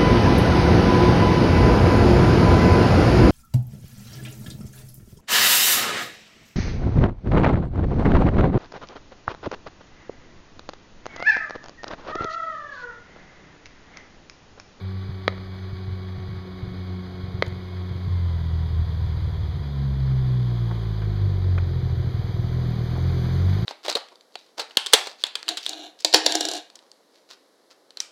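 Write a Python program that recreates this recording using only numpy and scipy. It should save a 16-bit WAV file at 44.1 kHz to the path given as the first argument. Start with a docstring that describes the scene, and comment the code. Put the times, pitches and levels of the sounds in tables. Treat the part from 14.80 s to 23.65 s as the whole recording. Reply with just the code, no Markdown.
"""A quiet residential street: a rotary-engined sports car coasts closer, sinks to idle, then picks up.
The bed is low outdoor rumble, one puff of wind and a small bird chirping faintly in the trees.
Tyre roll and engine-bay hiss swell as the car nears; brakes swish, the pop-up headlamps snap shut.
Up front, gas pulses ring in the silencer, with rasp, tailpipe overtones and a whine on top. On the
closed throttle the engine fires unevenly and burbles, and two sharp pops echo off the houses."""
import sys
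import numpy as np
from scipy import signal
from scipy.fft import rfft, irfft, next_fast_len
from scipy.io import wavfile

SR = 44100
rng = np.random.default_rng(int(sys.argv[2]) if len(sys.argv) > 2 else 0)


def dump(signal):
    """Clip the signal to [-1, 1] and save it as 16-bit WAV at the path in sys.argv[1]."""
    limited = np.clip(np.atleast_2d(signal).T, -1, 1)
    pcm = np.round(limited * 32767).astype(np.int16)
    wavfile.write(sys.argv[1], SR, pcm)


N = 390285

# bird chirps: t/s, f/Hz, level/dB
BIRD_CHIRPS = [(.085, 4330, -56), (.24, 6100, -64), (.8, 6250, -66), (.83, 6200, -63), (1.41, 6097, -64)]
# the car's approach: t/s, distance/m
CAR_DISTANCE = [(0, 94), (2, 36), (4, 28), (6, 17.5), (7.4, 11.8), (8.3, 7.3), (8.85, 6.5)]
# colours of the tyre roll, engine-bay hiss and exhaust rasp: f/Hz, relative level/dB
TYRE_COLOUR = [(300, -4.5), (700, -1), (860, -2), (1050, 0.5), (1350, -1), (2100, -2), (3300, -4),
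               (4000, -4), (4950, -6), (5200, -19.5), (6300, -27.5), (7300, -31), (9000, -46)]
HISS_COLOUR = [(3000, -8), (6000, 8.5), (7500, -3), (9500, -3.5), (12500, -4), (15000, -9)]
RASP_COLOUR = [(130, 9), (200, -1), (250, -3), (345, 0.5), (410, -0.5), (470, -3), (540, -8.5), (610, -11),
               (730, -5), (830, -16.5), (1100, -25.5), (2000, -40.5)]
# brake swish envelope: t/s, level/dB
BRAKE_ENVELOPE = [(0, -76.5), (3.4, -52.5), (4.2, -51), (5.3, -52.5), (5.95, -48.5), (6.3, -53), (7, -56.5),
                  (8.85, -51)]
# knocks and ticks; the pair at 6.78 s is the headlamps shutting: t/s, level/dB, decay/s, low-pass f/Hz
KNOCK_HITS = [(2.664, -30, .002, 4960), (2.68, -38, 0.0012, 8900), (5.912, -33, 0.0086, 1110),
              (6.217, -37.5, 0.018, 2000), (6.779, -28, 0.0054, 1900), (6.7836, -24, 0.0026, 2400),
              (8.153, -37.5, 0.039, 900)]
# whine partials: multiple of the firing rate, relative level/dB
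WHINE_PARTIALS = [(8, -9), (12, 0), (24, -2), (36, -5)]
# overtone envelope at the centre of the tailpipe resonance: t/s, level/dB
TAILPIPE_ENVELOPE = [(0, -45.5), (2, -43.5), (3.1, -44), (3.5, -53.5), (5.2, -56), (5.4, -45), (6.3, -42),
                     (7.3, -47), (8.85, -42)]
# runs of stray firings: t/s, number of firings, first peak level/dB
STRAY_RUNS = [(0.297, 1, -20), (0.935, 1, -22.5), (1.085, 2, -22.5), (1.383, 1, -22), (1.49, 3, -20.5),
              (1.834, 3, -19), (2.44, 2, -24), (2.549, 2, -20.5), (2.681, 3, -22), (3.117, 2, -20),
              (3.281, 1, -16)]
# pops: t/s, first burst level/dB, second burst's share, its delay/s, relative crack level/dB
POP_HITS = [(0.4796, 3, 0.25, 0.00175, -7), (2.624, 1, 0.44, 0.0019, -38)]
# the ring of a pop: f/Hz, width/Hz, relative level/dB
POP_RING = [(410, 420, 11), (790, 300, -21), (1240, 144, 7.5), (1910, 350, 9), (3110, 120, -4),
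            (3900, 170, 0.5)]
# slapback off the houses: delay/s, relative level/dB
HOUSE_ECHOES = [(0.018, -38), (.045, -29), (.101, -28), (.157, -39)]
# burbles: start t/s, end t/s, firings per stumble, stumble depth 0-1, limp between rotors 0-1, scatter
BURBLE_SPELLS = [(3.281, 3.953, 4, 0.3, 0.23, 0.2), (3.95, 4.45, 4, .7, 0.14, 0.18),
                 (4.45, 4.78, 4, .95, 0.1, .1), (6.7, 6.98, 3, 0.2, 0.3, 0.2), (6.99, 7.3, 3, 0.82, .1, 0),
                 (7.3, 7.663, 2, .7, .05, .1), (8.75, 8.85, 2, 0.6, .05, .2)]
# what the silencer passes; a harmonic swells as it slides over a peak: f/Hz, gain/dB
SILENCER_CURVE = [(38.0, -18), (52.0, -13), (62.0, -22), (70.0, -10.7), (80.0, -11.5), (90.0, 0.5),
                  (100.0, -1), (110.0, -7.5), (126.0, -3), (140.0, -11), (165.0, -12.5), (205.0, -18),
                  (230.0, -33), (280.0, -37)]
# exhaust pulse drive, sharp far off, round on the overrun: t/s, gain at 100 Hz/dB, tilt/(dB per octave)
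PULSE_EFFORT = [(0, -27, 3.5), (.6, -35, 11), (1.05, -31.5, 4), (1.6, -32.5, 7.5), (1.76, -43, 19),
                (2.09, -31.5, 11), (2.53, -37.5, 13.5), (3.19, -29, 5), (3.38, -20.5, -5),
                (3.75, -16.5, -10.5), (4.12, -16, -12.5), (4.73, -21, -8.5), (4.86, -19, -0.5),
                (5.3, -13.5, -8.5), (6.7, -21.5, -6.5), (7.3, -24.5, -4.5), (7.8, -22, -1),
                (8.85, -18.5, 1.5)]
# engine speed: t/s, firing rate/Hz
FIRING_RATE = [(0.0, 95.2), (2.2, 91.6), (3.25, 90.8), (3.6, 82), (4.4, 78.2), (4.8, 71.5), (5.5, 63),
               (6.05, 55), (6.6, 46.8), (6.9, 43), (7.4, 40.5), (7.62, 39.4), (7.78, 42.2), (7.97, 39),
               (8.25, 43.7), (8.42, 41.4), (8.75, 48.4), (8.85, 61)]
# notches in the microphone's response: f/Hz, width/Hz
MIC_NOTCHES = [(2700, 884), (5510, 750), (7950, 2650), (10950, 900)]


def from_db(db):
    """Decibels to gain."""
    return 10 ** (np.asarray(db) / 20)


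def unit_rms(x):
    """Scale to unit power."""
    return x / np.sqrt(np.mean(x ** 2) + 1e-20)


def automation(rows):
    """Each column of a breakpoint table at every sample."""
    times, *columns = np.transpose(rows)
    return [np.interp(np.arange(N) / SR, times, column) for column in columns]


def butter(x, hz, kind, order=2):
    """Causal Butterworth filter."""
    return signal.sosfilt(signal.butter(order, hz, kind, fs=SR, output="sos"), x + 1e-18)


def drift(hz):
    """Random wobble of roughly unit size, mostly slower than hz."""
    points = rng.standard_normal(int(hz * N / SR) * 2 + 3)
    return np.interp(np.arange(N) / SR * hz * 2, np.arange(len(points)), points)


def noise(colour):
    """Unit-power noise shaped by (f/Hz, level/dB) points, rolling off beyond them."""
    hz, db = np.transpose(colour)
    grid = np.maximum(np.fft.rfftfreq(N, 1 / SR), 1)
    gain = from_db(np.interp(np.log(grid), np.log(hz), db))
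    skirts = np.minimum(grid / hz[0], 1) ** 2 * np.minimum(hz[-1] / grid, 1) ** 2
    return unit_rms(irfft(rfft(rng.standard_normal(N)) * gain * skirts, N))


def resonance(x, hz, width_hz):
    """Two-pole resonance with unit gain at its peak."""
    r = np.exp(-np.pi * width_hz / SR)
    feedback = [1, -2 * r * np.cos(2 * np.pi * hz / SR), r * r]
    return signal.lfilter(np.array([1, 0, -1]) * (1 - r * r) / 2, feedback, x + 1e-18)


def clicks(times, sizes):
    """Single-sample impulses."""
    return np.bincount(np.clip(np.round(np.asarray(times) * SR).astype(int), 0, N - 1), sizes, N)


def strike(train, response):
    """Every impulse triggers the response, normalised to peak 1."""
    return signal.oaconvolve(train, response / np.abs(response).max())[:N]


def approach(db_at_10m, db_per_doubling):
    """Gain that rises as the car closes in."""
    metres, = automation(CAR_DISTANCE)
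    return from_db(db_at_10m - db_per_doubling * np.log2(metres / 10))


def outdoor_rumble(level_db=-52):
    """A steady low bed under the street."""
    return from_db(level_db) * noise([(22, 1), (45, 4), (120, -8), (250, -18.5)])


def wind_puff(level_db=-38, at_s=5.43, half_width_s=0.1):
    """One soft, sub-bass swell of wind."""
    swell = np.exp(-((np.arange(N) / SR - at_s) / half_width_s) ** 2)
    return from_db(level_db) * swell * noise([(16, -5), (32, 9.5), (50, -17)])


def bird(half_width_s=0.012, glide_hz_per_s=-22000):
    """A small bird: each chirp is a short falling sine."""
    out, t = np.zeros(N), np.arange(-SR // 20, SR // 20) / SR
    envelope = np.exp(-(t / half_width_s) ** 2)
    for at_s, hz, db in BIRD_CHIRPS:
        tone = np.sin(2 * np.pi * (hz + glide_hz_per_s * t / 2) * t)
        start = int(at_s * SR) - len(t) // 2
        out[start:start + len(t)] += from_db(db) * envelope * tone
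    return out


def tyres(street_air_db=-48, grit_db=1.27):
    """Tyres roll on gritty asphalt, rising out of street air of the same colour."""
    gain = np.hypot(approach(db_at_10m=-48.5, db_per_doubling=9.6), from_db(street_air_db))
    return gain * from_db(grit_db * drift(70)) * noise(TYRE_COLOUR)


def engine_bay(street_air_db=-67, grit_db=1.27):
    """The engine bay's grainy hiss rises out of the street's own faint hiss."""
    gain = np.hypot(approach(db_at_10m=-60, db_per_doubling=8.5), from_db(street_air_db))
    return gain * from_db(grit_db * drift(120)) * noise(HISS_COLOUR)


def brakes(hiss_hz=3300, hum_hz=1000, hum_db=3):
    """The pads rub in two soft resonances."""
    level_db, = automation(BRAKE_ENVELOPE)
    rub = rng.standard_normal(N)
    swish = resonance(rub, hiss_hz, 220) + from_db(hum_db) * resonance(rub, hum_hz, 150)
    return from_db(level_db) * unit_rms(swish)


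def knocks(low_cut_hz=380):
    """Small knocks and the headlamp snap: noise bursts with a hard attack and a fast decay."""
    out, t = np.zeros(N), np.arange(SR // 5) / SR
    for at_s, db, decay_s, bright_hz in KNOCK_HITS:
        burst = butter(rng.standard_normal(len(t)), low_cut_hz, "high")
        burst = butter(burst, bright_hz, "low", order=3)
        start = int(at_s * SR)
        out[start:start + len(t)] += from_db(db) * unit_rms(burst) * np.exp(-t / decay_s)
    return out


def whine(cycles, firing_hz, level_db=-55, knee_hz=83, fade_db_per_hz=1.5, waver_db=1.5, smear_rad=0.81):
    """Rotating parts whine, fading once the firing rate sinks below the knee."""
    out = 0
    for k, db in WHINE_PARTIALS:
        gain = from_db(db + waver_db * drift(8))
        out += gain * np.cos(2 * np.pi * k * cycles + smear_rad * drift(20))
    return from_db(level_db - fade_db_per_hz * np.maximum(knee_hz - firing_hz, 0)) * out


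def tailpipe(cycles, firing_hz, pipe_hz=363, half_width_hz=28, waver_db=1.5):
    """Upper harmonics light up as they slide through the tailpipe resonance."""
    level_db, = automation(TAILPIPE_ENVELOPE)
    out = 0
    for k in range(4, 13):
        detune = (k * firing_hz - pipe_hz) / half_width_hz
        gain = from_db(waver_db * drift(11)) / np.hypot(1, detune ** 3)
        out += gain * np.cos(2 * np.pi * k * cycles + k * k)  # k * k spreads the phases
    return from_db(level_db) * out


def rasp(cycles, throb_db=3):
    """Gas rasps out, throbbing with each firing."""
    throb = unit_rms(from_db(throb_db * np.cos(2 * np.pi * cycles)))
    return approach(db_at_10m=-38, db_per_doubling=3.33) * throb * noise(RASP_COLOUR)


def stray_firings(ring_hz=100, width_hz=42, top_hz=152, gap_s=0.045, step_db=3.5, lead_s=0.00874):
    """While the car coasts, stray firings thump in the silencer, singly or in fading runs."""
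    hits = [(at_s + k * gap_s, db - k * step_db) for at_s, count, db in STRAY_RUNS for k in range(count)]
    times, levels_db = np.transpose(hits)
    ring = resonance(signal.unit_impulse(SR // 8), ring_hz, width_hz)
    thump = butter(ring, top_hz, "low", order=6)
    return strike(clicks(times - lead_s, from_db(levels_db)), thump)


def pops(low_cut_hz=160, top_hz=4300, tail_db=-44, tail_t60_s=0.41):
    """Each pop is a ringing double burst; the houses return slapback and a thin tail."""
    kick = signal.unit_impulse(SR // 20)
    ring = sum(from_db(db) * resonance(kick, hz, width_hz) for hz, width_hz, db in POP_RING)
    direct = np.zeros(N)
    for at_s, db, share, delay_s, crack_db in POP_HITS:
        burst = butter(ring + from_db(crack_db) * kick, low_cut_hz, "high")
        burst = butter(burst, top_hz, "low", order=4)
        direct += from_db(db) * strike(clicks([at_s, at_s + delay_s], [1, share]), burst)
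    t = np.arange(SR // 2) / SR
    street = from_db(tail_db - 60 * t / tail_t60_s) * rng.normal(0, 0.5, len(t))
    for delay_s, echo_db in HOUSE_ECHOES:
        street[int(delay_s * SR)] += from_db(echo_db)
    return direct + signal.oaconvolve(direct, street)[:N]


def firings(cycles, scatter=0.035):
    """Sample and strength of each firing. In a burble some falter and one rotor hits harder."""
    at = np.flatnonzero(np.diff(np.floor(cycles)))
    chance = rng.standard_normal((len(at), 2))
    strength = 1 + scatter * chance[:, 0]
    for start_s, end_s, every, depth, limp, spell_scatter in BURBLE_SPELLS:
        spell = np.flatnonzero((at > start_s * SR) & (at < end_s * SR))
        beat = np.arange(len(spell))
        pattern = (1 - depth * (beat % every == 0)) * (1 - limp * (-1) ** beat)
        strength[spell] = pattern / pattern.mean() + spell_scatter * chance[spell, 1]
    return at, strength


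def silencer(hz, skirt_db_per_octave=30):
    """The silencer's minimum-phase response, falling steeply outside its range."""
    points_hz, passed_db = np.transpose(SILENCER_CURVE)
    octaves_outside = np.abs(np.log2(hz / np.clip(hz, points_hz[0], points_hz[-1])))
    db = np.interp(np.log(hz), np.log(points_hz), passed_db)
    db -= skirt_db_per_octave * np.minimum(octaves_outside, 2)
    cepstrum = irfft(np.log(from_db(db)))
    causal_fold = 1 + np.sign(np.fft.fftfreq(len(cepstrum)))
    return np.exp(rfft(cepstrum * causal_fold))


def exhaust(at, strength, firing_hz, waver_db=2.26, flat_below_octave=-0.41, top_hz=490):
    """The engine's body: one gas pulse per firing rings in the silencer; effort sets weight and edge."""
    effort_db, tilt_db = automation(PULSE_EFFORT)
    size = 2 * next_fast_len((N + SR) // 2)
    hz = np.maximum(np.fft.rfftfreq(size, 1 / SR), 1)
    pulses = clicks(at / SR, strength * SR / firing_hz[at] / np.sqrt(2))
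    spectrum = rfft(pulses, size) * silencer(hz)
    out, octaves = 0, np.arange(-3, 4) / 2  # half-octave bands around 100 Hz, each wavering on its own
    for octave in octaves:
        band = np.interp(np.log2(hz / 100), octaves, octaves == octave)
        band_db = effort_db + tilt_db * max(octave, flat_below_octave) + waver_db * drift(9)
        out += from_db(band_db) * irfft(spectrum * band, size)[:N]
    return butter(out, top_hz, "low", order=4)


def scene(speed_wobble=0.002):
    """The mono mix: the car over the bird, rumble and wind."""
    firing_hz, = automation(FIRING_RATE)
    cycles = np.cumsum(firing_hz * (1 + speed_wobble * drift(12))) / SR  # one cycle per firing
    at, strength = firings(cycles)
    engine = exhaust(at, strength, firing_hz) + stray_firings()
    engine += tailpipe(cycles, firing_hz) + whine(cycles, firing_hz) + rasp(cycles)
    car = engine + tyres() + engine_bay() + brakes() + pops() + knocks()
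    return (car + bird() + outdoor_rumble() + wind_puff())[None]


def record(dry, top_hz=15400):
    """Microphone colour: a row of notches and a steep high cut."""
    out = dry
    for hz, width_hz in MIC_NOTCHES:
        out = signal.lfilter(*signal.iirnotch(hz, hz / width_hz, fs=SR), out)
    return signal.sosfilt(signal.ellip(10, 0.1, 80, top_hz, fs=SR, output="sos"), out)


dry = scene()
out = record(dry)
dump(out)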